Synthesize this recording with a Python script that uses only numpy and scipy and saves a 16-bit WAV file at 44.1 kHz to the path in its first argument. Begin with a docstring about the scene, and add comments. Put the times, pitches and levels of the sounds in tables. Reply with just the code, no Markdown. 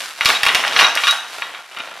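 """A bare tiled room: a chair caster is pushed over bubble wrap, close to the microphone.
Bubbles burst singly and in quick volleys, each a short pressure cycle, a noisy flutter and a bright snap.
Low thumps sound where loud bursts overload the microphone; random ticks crinkle and crunch the film.
The caster rings as decaying sines, squeaks on a wavering tone, rattles, and rolls as coloured noise.
A decaying noise tail answers as the room, and a fast limiter holds the loudest bursts down."""
import sys
import numpy as np
from scipy import signal
from scipy.fft import rfft, irfft
from scipy.io import wavfile
from scipy.ndimage import uniform_filter1d, minimum_filter1d

SR = 44100
rng = np.random.default_rng(int(sys.argv[2]) if len(sys.argv) > 2 else 0)


def materialize(psi):
    """Save the field psi as 16-bit PCM at rate SR to the path in sys.argv[1].

    A 1-D psi becomes a single channel; in a 2-D psi each row is a channel.
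    """
    bounded = np.clip(np.atleast_2d(psi).T, -1, 1)
    quanta = np.round(bounded * 32767).astype(np.int16)
    wavfile.write(sys.argv[1], SR, quanta)


N = 88200


def undb(db):
    """Decibels to gain."""
    return 10 ** (np.asarray(db) / 20)


def unit(x):
    """Scale to rms 1."""
    return x / np.sqrt(np.mean(x ** 2))


def clock(size=N):
    """Time in seconds."""
    return np.arange(size) / SR


def fade(t60_s, size=N):
    """Exponential decay, falling 60 dB in t60_s."""
    return np.exp(-np.log(1000) * clock(size) / t60_s)


def curve(rows):
    """Gain along a (time_s, level_db) curve."""
    return undb(np.interp(clock(), *np.array(rows).T))


def swells(rows):
    """Gain of rounded swells from (start_s, length_s, level_db) rows."""
    gain = np.zeros(N)
    for start_s, length_s, level_db in rows:
        progress = np.clip((clock() - start_s) / length_s, 0, 1)
        gain += undb(level_db) * np.sqrt(np.abs(np.sin(np.pi * progress)))
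    return gain


def colour(x, points):
    """Causal minimum-phase filter through (frequency_hz, gain_db) points."""
    size = 2 * x.shape[-1]
    hz, db = np.array(points).T
    gain_db = np.interp(np.log(np.fft.rfftfreq(size, 1 / SR) + 1), np.log(hz), db)
    # folding the cepstrum onto positive times makes the filter causal
    cepstrum = irfft(np.log(undb(gain_db)))
    cepstrum[1:size // 2] *= 2
    cepstrum[size // 2 + 1:] = 0
    response = np.exp(rfft(cepstrum))
    return irfft(rfft(x, size) * response)[..., :size // 2]


def band_noise(hz, octaves, size):
    """Noise in a bell around one frequency, at rms 1."""
    away = np.log2((np.fft.rfftfreq(size, 1 / SR) + 1) / hz) / octaves
    bell = 1 / (1 + away ** 2 + away ** 4 / 2)
    random_phase = np.exp(2j * np.pi * rng.random(len(away)))
    return unit(irfft(random_phase * bell, size))


def ticks(per_s):
    """Random impulses of either sign: many small, a few large."""
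    happens = rng.random(N) < per_s / SR
    return happens * rng.random(N) ** 2 * rng.choice([-1, 1], N)


def struck(t60_s, size=N):
    """Envelope of a ring: it swells during the contact, then decays."""
    contact_s = 0.0023
    return (1 - np.exp(-(clock(size) / contact_s) ** 2)) * fade(t60_s, size)


def add(out, start_s, x):
    """Mix a sound in at a time."""
    i = max(int(start_s * SR), 0)
    out[i:i + len(x)] += x[:max(N - i, 0)]


def through(x, response):
    """Convolve with an impulse response."""
    return signal.fftconvolve(x, response)[:N]


# bursting bubbles: start_s, level_db, pitch_hz, snap_db (treble)
BUBBLE_BURSTS = [(0.2094, 1, 2180, -17), (0.2491, -12, 3360, 4.5), (0.2573, 8.5, 2900, -5.5),
                 (.2890, -1, 2520, -5), (0.2934, -2.5, 1105, -7), (.3020, 1, 2270, -19),
                 (0.3493, -2, 2500, -24), (0.4329, 1.5, 2270, -2.5), (0.4539, -8.5, 2110, -1),
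                 (0.4648, 6.5, 1810, -10), (.4850, 0, 2600, -13), (0.4908, -3.5, 2170, -25),
                 (0.5481, -1.5, 2410, 1.5), (.5520, -1.5, 2080, -3), (0.6383, -4, 1670, -52),
                 (.6488, -5, 1840, -25), (.6716, -11, 1980, -7), (0.679, -6, 3070, -7),
                 (0.7334, -7, 3000, -33), (0.7631, 5, 2280, -45), (0.79, 11, 2470, -20),
                 (0.796, 1.5, 1680, -35), (0.8029, -3.5, 1670, -22), (.8104, 0, 1350, -27),
                 (.8177, -5.5, 1070, -47), (0.8287, -2.5, 1215, -29), (0.8471, -3.5, 1600, -14),
                 (0.9535, -14.5, 2950, 8.5), (0.961, -3, 1244, -50), (.9740, -1, 2210, -14),
                 (1.0365, -1.5, 2300, -16), (1.0701, 2, 2340, -14), (1.0766, 2, 2550, -25),
                 (1.1104, -16.5, 3480, 13.5), (1.127, -7.5, 1390, -21), (1.421, -9.5, 2200, -40),
                 (1.4226, -7, 2030, -33), (1.5252, -24, 2280, -35), (1.5474, -13.5, 2130, -40),
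                 (1.5731, -21.5, 2390, -37), (1.7868, -17, 2200, -10)]
# tone of the bright snap: frequency_hz, gain_db
SNAP_TONE = [(100, -17), (2000, -12.5), (5000, 4.5), (7500, -7.5), (11000, -5.5), (15500, -20)]
BURST_DB, RISE_S = 5.5, 0.000079
MUFFLE_DB = 21  # each such drop in snap doubles the rise time
FLUTTER_DB, FLUTTER_OCTAVES, FLUTTER_T60_S = -5.5, 1, 0.016
SNAP_T60_S, CRACK_DB = 0.017, 18.5
BODY_TOP_RATIO = 1.85  # the body is low-passed at this multiple of its pitch
BURST_LOW_CUT_HZ = 490


def bubbles(size=2048):
    """A burst is a cycle or two of pressure, torn-film flutter and snap; smothered ones are dull and slow to rise."""
    out, t = np.zeros(N), clock(size)
    for start_s, level_db, pitch_hz, snap_db in BUBBLE_BURSTS:
        slowness = 2 ** (-snap_db / MUFFLE_DB)
        rise = 1 - np.exp(-t / (RISE_S * slowness))
        pressure = undb(BURST_DB) * np.sin(2 * np.pi * pitch_hz * t) * np.exp(-pitch_hz * t)
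        flutter = band_noise(pitch_hz, FLUTTER_OCTAVES, size) * fade(FLUTTER_T60_S, size)
        flutter = undb(FLUTTER_DB) * flutter
        body_top_hz = min(BODY_TOP_RATIO * pitch_hz, SR / 3)
        body = signal.lfilter(*signal.butter(4, body_top_hz, fs=SR), rise * (pressure + flutter))

        crack = undb(CRACK_DB) * (t == 0)  # a single-sample click
        tear = rng.standard_normal(size) * fade(SNAP_T60_S, size) + crack
        snap = undb(snap_db) * colour(tear, SNAP_TONE) / 2
        add(out, start_s, undb(level_db) * (body + snap))
    return signal.lfilter(*signal.butter(2, BURST_LOW_CUT_HZ, "high", fs=SR), out)


# low thumps where loud bursts overload the microphone: start_s, level_db
OVERLOAD_THUMPS = [(0.211, -33), (0.2573, -13), (0.4349, -26), (0.4674, -24), (0.5497, -25), (0.847, -28)]


def thumps(size=2048):
    """Low thumps where loud bursts overload the microphone: one-sided pulses, stronger on the right."""
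    peak_s = 0.00065
    out, age = np.zeros(N), clock(size) / peak_s
    for start_s, level_db in OVERLOAD_THUMPS:
        add(out, start_s, undb(level_db) * age * np.exp(1 - age))
    return np.array([out / 2, out])


# runs of ticks in folded film: start_s, length_s, level_db
FILM_CRUNCHES = [(.75, 0.15, -27.5), (1.06, 0.044, -36)]
# band edges of the crunch: frequency_hz
CRUNCH_BAND = [5220, 6120]
CRACKLES_PER_S = 220


def crunch():
    """Folded film gives way under the full load in a run of bright ticks."""
    bright = signal.lfilter(*signal.butter(2, CRUNCH_BAND, "band", fs=SR), ticks(CRACKLES_PER_S))
    return unit(bright) * swells(FILM_CRUNCHES)


# the loaded caster dropping onto the tile: start_s, level_db
TILE_KNOCKS = [(0.813, -5), (0.843, -4.5), (1.0370, -8), (1.0800, -7.5)]
# modes of the caster and chair leg: frequency_hz, level_db
CASTER_MODES = [(1123, 0.5), (1209, -1.5), (1417, 3), (2412, 1.5), (2828, 4.5), (3274, 1.5), (3765, 3),
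                (4355, -5), (5210, -14), (5825, -8)]
RING_DB, RING_T60_S = -12.5, 0.16
RING_BY_BURSTS_DB = -15.5  # drive from each burst, relative to its level


def caster():
    """Knocks and bursts ring the modes of the caster and chair leg."""
    blows = np.zeros(N)
    for start_s, level_db in TILE_KNOCKS:
        add(blows, start_s, undb([level_db]))
    for start_s, level_db, _, _ in BUBBLE_BURSTS:
        add(blows, start_s, undb([level_db + RING_BY_BURSTS_DB]))
    ring = np.zeros(N)
    for k, (hz, level_db) in enumerate(CASTER_MODES):
        polarity = (-1) ** k
        ring += polarity * undb(level_db) * np.sin(2 * np.pi * hz * clock())
    return undb(RING_DB) * through(blows, ring * struck(RING_T60_S))


# taps of the loose wheel: start_s, level_db, centre_hz (the modes nearest it ring loudest)
WHEEL_TAPS = [(1.3830, -19.5, 1450), (1.59, -22, 1300), (1.714, -29.5, 2630), (1.7641, -22.5, 2850),
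              (1.771, -16, 1300), (1.796, -16.5, 2840), (1.803, -13.5, 1900), (1.9159, -20.5, 1450)]
# modes of the wheel: frequency_hz
WHEEL_MODES = [1396, 2400, 2960, 3720]
WHEEL_T60_S, TAP_OCTAVES = 0.079, 0.47
THUD_DB, THUD_T60_S = -1.5, 0.022


def rattles(size=4096):
    """The loose wheel taps on its axle: a small thud and a short ring, higher for a harder contact."""
    out = np.zeros(N)
    for start_s, level_db, centre_hz in WHEEL_TAPS:
        ring = np.zeros(size)
        for hz in WHEEL_MODES:
            tone = np.sin(2 * np.pi * (hz * clock(size) + rng.random()))
            ring += tone / (1 + (np.log2(hz / centre_hz) / TAP_OCTAVES) ** 2)
        ring = ring * struck(WHEEL_T60_S, size) / 2
        thud = colour(rng.standard_normal(size) * fade(THUD_T60_S, size), ROLL_TONE)
        thud = undb(THUD_DB) * thud / np.abs(thud).max()
        add(out, start_s, undb(level_db) * (ring + thud))
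    return out


# squeaks of the wheel on the film: start_s, length_s, level_db
WHEEL_SQUEAKS = [(0.341, 0.036, -17.5), (0.722, 0.017, -25), (0.84, 0.017, -6), (1.08, 0.046, -10.5)]


def squeaks():
    """The wheel sticks and slips on the film with a short, wavering whistle."""
    pitch_hz, wobble_depth = 3822, 0.0057  # depth is the rms share of the pitch
    wobble = unit(uniform_filter1d(rng.standard_normal(N), size=200))
    cycles = np.cumsum(pitch_hz * (1 + wobble_depth * wobble)) / SR
    return np.sin(2 * np.pi * cycles) * swells(WHEEL_SQUEAKS)


# crinkling of the film over time: time_s, level_db
CRINKLE_LEVEL = [(0, -26), (.15, -36.5), (.22, -33), (.3, -21), (.4, -32.5), (.755, -30), (.8, -17.5),
                 (.85, -26), (.92, -35.5), (1.08, -24), (1.23, -42.5), (1.34, -33), (1.65, -46),
                 (1.78, -40), (2, -43)]
# tone of the crinkle: frequency_hz, gain_db
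CRINKLE_TONE = [(40, -40), (500, -18), (1300, -1), (4600, -5), (6000, -9), (7700, -12.5), (12000, -16),
                (15500, -36.5)]


def crinkle():
    """Dense tiny ticks of creasing film."""
    crinkles_per_s = 3500
    return unit(colour(ticks(crinkles_per_s), CRINKLE_TONE)) * curve(CRINKLE_LEVEL)


# rolling of the wheel on the tiles over time: time_s, level_db
ROLL_LEVEL = [(0, -39.5), (.16, -46.5), (.3, -23), (.41, -37), (.5, -24.5), (.72, -28), (.82, -19),
              (1.0, -38), (1.25, -41.5), (1.5, -37.5), (1.68, -50.5), (1.8, -37), (2, -42)]
# tone of the rolling grind and the tap thuds: frequency_hz, gain_db
ROLL_TONE = [(30, -65), (120, -11), (650, 2.5), (1400, 4), (3000, 3.5), (6000, -18), (15000, -71)]
# tone of the crushed creases: frequency_hz, gain_db
CRACKLE_TONE = [(150, -26), (700, 14.5), (3800, 6), (8000, -41)]
CRACKLE_DB = 0.5  # relative to the grind


def rolling():
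    """The hard wheel grinds over the tiles and crushes small creases as it goes."""
    grind = unit(colour(rng.standard_normal(N), ROLL_TONE))
    crackle = undb(CRACKLE_DB) * unit(colour(ticks(CRACKLES_PER_S), CRACKLE_TONE))
    return (grind + crackle) * curve(ROLL_LEVEL)


# tone of the bare room: frequency_hz, gain_db
ROOM_TONE = [(40, -74), (150, -15.5), (750, 5), (2200, -3), (3500, 0.5), (4500, -6), (6000, 1), (8000, 0.5),
             (15500, -8)]
ROOM_DB, ROOM_T60_S, ROOM_BUILD_S = -2, 0.53, 0.00093


def room(x):
    """Dense reflections that build quickly and die away in half a second."""
    build = 1 - np.exp(-clock() / ROOM_BUILD_S)
    tail = rng.standard_normal(N) * fade(ROOM_T60_S) * build
    return undb(ROOM_DB) * through(x, colour(tail / np.linalg.norm(tail), ROOM_TONE))


# left-right difference of the scattered sound: frequency_hz, gain_db
STEREO_WIDTH = [(60, -14), (600, -38.5), (2200, -18), (4500, -12), (8000, -4.5)]


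def spread(mid, side):
    """Left and right: most alike around 600 Hz, further apart in the treble and deep bass."""
    side = colour(side, STEREO_WIDTH)
    return np.array([mid + side, mid - side])


ECHO_S, ECHO_DB = 0.0066, -12
WHEEL_ROOM_DB = -7  # room send of ring, rattle and squeak, relative to the bursts


def scene():
    """Bursts and wheel in the centre, one near reflection from the side, and the room around them."""
    film = bubbles() + crunch()
    wheel = caster() + rattles() + squeaks()
    echo = np.zeros(N)
    add(echo, ECHO_S, undb(ECHO_DB) * film)
    send = film + undb(WHEEL_ROOM_DB) * wheel
    # fresh random draws for mid and side widen the room, crinkle and rolling
    mid, side = (echo + room(send) + crinkle() + rolling() for _ in range(2))
    return film + wheel + thumps() + spread(mid, side)


def record(dry):
    """A very fast limiter holds the loudest bursts down; the top is cut."""
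    ceiling, top_hz = 1.0, 15800
    allowed = ceiling / np.maximum(np.abs(dry), ceiling)
    # hold the lowest gain over 21 samples, then smooth it
    gain = uniform_filter1d(minimum_filter1d(allowed, size=21), size=21)
    top_cut = signal.ellip(8, .2, 70, top_hz, fs=SR, output="sos")
    return signal.sosfilt(top_cut, dry * gain)


dry = scene()
out = record(dry)
materialize(out)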